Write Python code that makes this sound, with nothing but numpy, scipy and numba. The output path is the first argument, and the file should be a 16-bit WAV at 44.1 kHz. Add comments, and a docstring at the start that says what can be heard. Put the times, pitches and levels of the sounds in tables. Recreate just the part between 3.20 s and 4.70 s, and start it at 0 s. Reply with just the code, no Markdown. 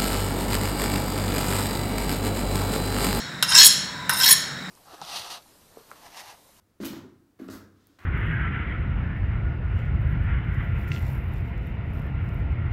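"""A large knife is drawn twice along a honing steel, close up in a quiet kitchen.
Each stroke lands with a clink, then the edge grinds from heel to tip: the resonances of blade and rod
slide as the contact travels. The freed blade rings on briefly, and hard walls echo it.
The harder first stroke overloads and clips. Underneath are hiss, a low drone, the dying tail of an
earlier stroke and a faint tone that swells before the second clink."""
import sys
import numpy as np
from scipy import signal
from scipy.fft import rfft, irfft
from scipy.io import wavfile
from numba import njit

SR = 44100
rng = np.random.default_rng(int(sys.argv[2]) if len(sys.argv) > 2 else 0)


def put_to_file(sound):
    """Save the sound as 16-bit audio at rate SR, in the file named by the first command-line argument."""
    columns = np.atleast_2d(sound).T  # one column per channel
    safe = np.clip(columns, -1, 1)
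    whole_steps = np.round(safe * 32767)
    wavfile.write(sys.argv[1], SR, whole_steps.astype(np.int16))


N = 66150
T = np.arange(N) / SR
BIN_HZ = np.arange(N // 2 + 1) * SR / N
MIDDLE, TREBLE, LOW = 0, 1, 2
LOW_BELOW_HZ, TREBLE_ABOVE_HZ = 2500, 8300


def from_db(db):
    """Decibels to gain."""
    return 10 ** (np.asarray(db) / 20)


def rms_one(x):
    """Scale to unit power."""
    return x / np.sqrt(np.mean(x ** 2) + 1e-20)


def at_hz(rows, hz, column=1):
    """Read a table column on a log-frequency axis."""
    rows = np.array(rows)
    return np.interp(np.log(hz + 1e-9), np.log(rows[:, 0]), rows[:, column])


def register(hz):
    """The register a frequency falls in."""
    return LOW if hz < LOW_BELOW_HZ else TREBLE if hz > TREBLE_ABOVE_HZ else MIDDLE


def band(x, low_hz, high_hz):
    """Gentle band-pass."""
    edges = [low_hz, min(high_hz, SR / 2 - 1000)]
    return signal.sosfilt(signal.butter(2, edges, "band", fs=SR, output="sos"), x)


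def drift(rate_hz):
    """Smooth random movement with a spread of 1."""
    return rms_one(irfft(rfft(rng.standard_normal(N)) / (1 + (BIN_HZ / rate_hz) ** 2), N))


@njit
def resonate(x, hz, width_hz):
    """A resonance with a moving centre; white noise keeps its power."""
    out, state, decay = np.zeros(len(x)), 0j, np.exp(-np.pi * width_hz / SR)
    for i in range(len(x)):
        state = state * decay * np.exp(2j * np.pi * hz[i] / SR) + x[i]
        out[i] = state.real
    return out * np.sqrt(2 * (1 - decay * decay))


def mode(x, hz, width_hz, skirt=1.102):
    """One resonance with its far skirts trimmed."""
    return band(resonate(x, hz, width_hz), hz.min() / skirt - width_hz, hz.max() * skirt + width_hz)


def wavering_tone(hz, width_hz):
    """Noise narrowed to an unsteady pitch, at unit power."""
    return rms_one(mode(rng.standard_normal(N), np.full(N, float(hz)), width_hz))


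# The colour of the room tone. Each row: frequency in Hz, relative level in dB.
HISS_SPECTRUM = [(25, -32.5), (60, -11.5), (110, -5), (160, -7), (250, -5), (380, -12.5), (750, -11.5),
                 (1100, -11.5), (1550, -3.5), (2100, -9), (2600, -19), (3400, -22), (3830, -4), (4400, -24),
                 (5400, -17), (6100, -28.5), (7500, -21.5), (9000, -33), (11000, -36), (16000, -39)]
# The pitches of the drone. Each row: frequency in Hz, width in Hz, level in dB.
DRONE_TONES = [(142.7, 10, -45.5), (185, 6.4, -45.5), (240.6, 12, -52.5)]


def room_tone(hiss_db=-36):
    """A bed of faint, steady hiss and low drone."""
    hiss = rms_one(irfft(rfft(rng.standard_normal(N)) * from_db(at_hz(HISS_SPECTRUM, BIN_HZ)), N))
    drone = sum(from_db(db) * wavering_tone(hz, width) for hz, width, db in DRONE_TONES)
    return from_db(hiss_db) * hiss + drone


def earlier_stroke(sound, sooner_s=0.64, db=-3):
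    """A stroke like the first, only sooner, is still dying away as the scene opens."""
    second_touch = STROKES[1][0]
    tail = sound[int(sooner_s * SR):int(second_touch * SR) - 1]
    fade = np.sqrt(np.linspace(1, 0, len(tail)))
    return from_db(db) * np.pad(tail * fade, (0, N - len(tail)))


def grains(per_s=7000, spread_db=3.5):
    """Tiny catches of the edge on the ridges of the steel."""
    sizes = from_db(spread_db * np.minimum(rng.exponential(1, N), 5))
    signs = rng.choice([-1, 1], N)
    return rms_one(sizes * signs * (rng.random(N) < per_s / SR))


# The two strokes. Each row: touch, slide start and tip release in seconds; middle, treble and low
# clink levels in dB; free ring gain below the treble in dB; treble tilt of the scrape in dB per
# octave; free ring gain in the treble in dB.
STROKES = [(.2256, .3, .468, -12, -14, -14, 0, -5, 0), (.8942, .96, 1.13, -19, -11, -9, -9, 5, -20)]


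def clinks(hz, width_hz, blow_db=-1, buzz_db=-5, t60=0.075):
    """The heel lands on the rod and drives one mode: a blow, then a quickly dying buzz."""
    out = np.zeros(N)
    blow = from_db(blow_db) * np.sqrt(SR / (2 * np.pi * width_hz))
    for touch, _, _, *clink_db in STROKES:
        push = from_db(buzz_db - 60 * np.maximum(T - touch, 0) / t60) * (T >= touch) * grains()
        push[int(touch * SR)] += rng.choice([-1, 1]) * blow
        out += push * from_db(clink_db[register(hz)])
    return out


def landing_ticks(db=-17, t60=0.054):
    """The broad tick of noise as the heel meets the rod."""
    level = sum(from_db(db - 60 * np.maximum(T - touch, 0) / t60) * (T >= touch) for touch, *_ in STROKES)
    return band(level * rng.standard_normal(N), low_hz=480, high_hz=12000)


def per_stroke(column):
    """One stroke setting, held from each touch to the next."""
    rows = np.array(STROKES)
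    return rows[np.maximum(np.searchsorted(rows[:, 0], T) - 1, 0), column]


# The scrape's envelope, one list a stroke. Each row: time in seconds, middle, treble and low level in dB.
SCRAPE_ENVELOPES = [
    [(.226, -71, -60, -42), (.27, -41, -48.5, -36), (.29, -30, -36.5, -35.5), (.32, -21.5, -33.5, -21.5),
     (.338, -23.5, -37, -27), (.35, -11.5, -26, -18), (.392, -7.5, -25, -21), (.42, -8.5, -23, -19),
     (.44, -7, -18.5, -25), (.464, -13.5, -10.5, -34), (.476, -11.5, -17, -39), (.49, -44, -48, -35)],
    [(.895, -42, -45, -34), (.914, -34, -61, -27), (.936, -29.5, -29, -28.5), (.952, -31.5, -38, -28),
     (.98, -31.5, -30, -36), (1.002, -24, -29.5, -27), (1.022, -19, -31, -22.5), (1.044, -14.5, -25, -24.5),
     (1.062, -16, -23.5, -24), (1.096, -14.5, -21.5, -19), (1.112, -12, -16, -27),
     (1.128, -17, -12.5, -28.5), (1.138, -32, -31, -26)],
]
# The edge catches and bites harder. 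Each row: centre in seconds, length in seconds, boost in dB.
EDGE_BITES = [(.3215, 0.0071, 4.5), (.351, 0.0025, 2.5), (.368, 0.0095, 1), (.384, 0.0048, 2),
              (1.096, 0.015, 1.5)]


def scrape_level(hz, treble_pivot_hz=10500):
    """How hard the edge grinds in this register; bites lift the middle, each stroke tilts the treble."""
    part = register(hz)
    level = np.zeros(N)
    for rows in map(np.array, SCRAPE_ENVELOPES):
        level += from_db(np.interp(T, rows[:, 0], rows[:, 1 + part], left=-np.inf, right=-np.inf))
    if part == MIDDLE:
        bite_db = sum(db * np.exp(-(2 * (T - centre) / length) ** 2) for centre, length, db in EDGE_BITES)
        level *= from_db(bite_db)
    if part == TREBLE:
        db_per_octave = per_stroke(column=7)
        level *= from_db(db_per_octave * np.log2(hz / treble_pivot_hz))
    return level


# The modes of blade and rod pressed together. 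Each row: pitch at the heel and at the tip in Hz,
# width in Hz, gain at the heel, at the tip and in the clink in dB.
CONTACT_MODES = [(997, 1057, 80, -8, -11, -16.5), (1319, 1350, 100, -8.5, -19, -7.5),
                 (1506, 1804, 98, -5, 0, -5.5), (1850, 2000, 150, -13.5, -5, -10.5),
                 (2755, 2600, 43, -10.5, -26, -10.5), (3155, 3370, 183, -12, -8.5, -11.5),
                 (3770, 3950, 146, -5, -10, -1.5), (3980, 4300, 140, -12, -6.5, -9),
                 (5150, 5300, 90, -5, -9, -11), (5330, 5600, 73.5, -4, -7, -3.5),
                 (6615, 6690, 120, -13.5, -10, -11.5), (7430, 7520, 220, -15, -10, -13.5),
                 (8860, 8780, 130, -1.5, -9, -16), (9950, 9880, 190, -11.5, -2, -19),
                 (10280, 10350, 230, -3, -12, -6), (12080, 12020, 177, -5.5, -2, -9.5),
                 (14400, 14330, 230, -12.5, -11, -25)]


def blade_on_rod(friction, wander=0.006, flicker_db=3):
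    """Clinks and friction ring modes that slide with the contact; each flares and sinks on its own."""
    start, release = per_stroke(column=1), per_stroke(column=2)
    progress = np.clip((T - start) / (release - start), 0, 1)
    place = (1 - np.cos(np.pi * progress)) / 2  # 0 at the heel, 1 at the tip
    out = np.zeros(N)
    for heel_hz, tip_hz, width, heel_db, tip_db, clink_db in CONTACT_MODES:
        hz = (heel_hz + (tip_hz - heel_hz) * place) * (1 + wander * drift(rate_hz=30))
        gain = from_db(heel_db + (tip_db - heel_db) * place + flicker_db * drift(rate_hz=34))
        scrape = friction * gain * scrape_level(heel_hz)
        clink = from_db(clink_db) * clinks(heel_hz, width)
        out += mode(scrape + clink, hz, width)
    return out


# The bands of the rasp. Each row: low edge in Hz, high edge in Hz, gain in dB.
RASP_BANDS = [(640, 2660, -10), (2630, 7400, -12.5), (9200, 11000, -12)]


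def edge_rasp(friction):
    """The dry, unpitched grit of the edge on the steel."""
    return sum(from_db(db) * scrape_level(np.sqrt(low * high)) * rms_one(band(friction, low, high))
               for low, high, db in RASP_BANDS)


# The kitchen's reverb. Each row: frequency in Hz, time to fall 60 dB in seconds, level in dB.
KITCHEN_REVERB = [(700, .6, -10), (1700, .8, -7), (4500, .57, -6), (7000, .5, -5.5), (8300, .42, -10),
                  (9700, .32, -17), (15000, .3, -15)]


def kitchen_echo(x, predelay_s=0.0047):
    """Diffuse echo off hard walls, dying sooner in the treble."""
    edges_hz, response = np.geomspace(300, 18000, 25), np.zeros(N)
    for low, high in zip(edges_hz, edges_hz[1:]):
        hz = np.sqrt(low * high)
        t60, db = at_hz(KITCHEN_REVERB, hz), at_hz(KITCHEN_REVERB, hz, column=2)
        fade = from_db(-60 * T / t60) * (T > predelay_s)
        tail = band(rng.standard_normal(N) * fade, low, high)
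        response += from_db(db) * tail / np.sqrt(np.sum(fade ** 2))
    return signal.fftconvolve(x, response)[:N]


# The free blade's partials. Each row: pitch in Hz, level in dB, time to fall 60 dB in seconds.
BLADE_PARTIALS = [(4135, -28, .55), (4315, -23, .52), (5216, -29, .42), (5440, -28, .6), (5585, -27, .45),
                  (6645, -26, .33), (7400, -27, .22), (9805, -24, .3), (11655, -28, .28), (12050, -35, .26),
                  (13680, -46, .33), (14300, -46, .3)]


def free_ring(build_s=0.02, waver_db=3):
    """The tip slips off the rod and leaves the blade ringing with a fast shimmer."""
    out = np.zeros(N)
    for _, _, release, *_, ring_db, _, treble_db in STROKES:
        build = np.exp(np.minimum(T - release, 0) / build_s)
        age = np.maximum(T - release, 0)
        for hz, db, t60 in BLADE_PARTIALS:
            start_db = db + (treble_db if hz > TREBLE_ABOVE_HZ else ring_db)
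            level_db = start_db - 60 * age / t60 + waver_db * drift(rate_hz=140)
            out += build * from_db(level_db) * np.sqrt(2) * np.sin(2 * np.pi * (hz * T + rng.random()))
    return out


def faint_tone(centre_s=0.8, length_s=0.3, db=-40.5):
    """A narrow, wavering tone swells before the second touch and fades."""
    swell = np.exp(-(2 * (T - centre_s) / length_s) ** 2)
    return from_db(db) * swell * wavering_tone(hz=991, width_hz=20)


def scene(chatter_db=1.35):
    """The mono mix: chattering friction plays the knife, with its echo, over the room tone."""
    friction = grains() * rms_one(from_db(chatter_db * drift(rate_hz=76)))
    knife = landing_ticks() + blade_on_rod(friction) + edge_rasp(friction) + free_ring()
    honing = knife + kitchen_echo(knife)
    return (honing + earlier_stroke(honing) + faint_tone() + room_tone())[None]


def record(dry, clip_level=0.85, cutoff_hz=15700):
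    """Overload clips the loudest peaks, then a steep low-pass takes off the top."""
    lowpass = signal.ellip(10, .1, 70, cutoff_hz, fs=SR, output="sos")
    return signal.sosfilt(lowpass, np.clip(dry, -clip_level, clip_level))


dry = scene()
out = record(dry)
put_to_file(out)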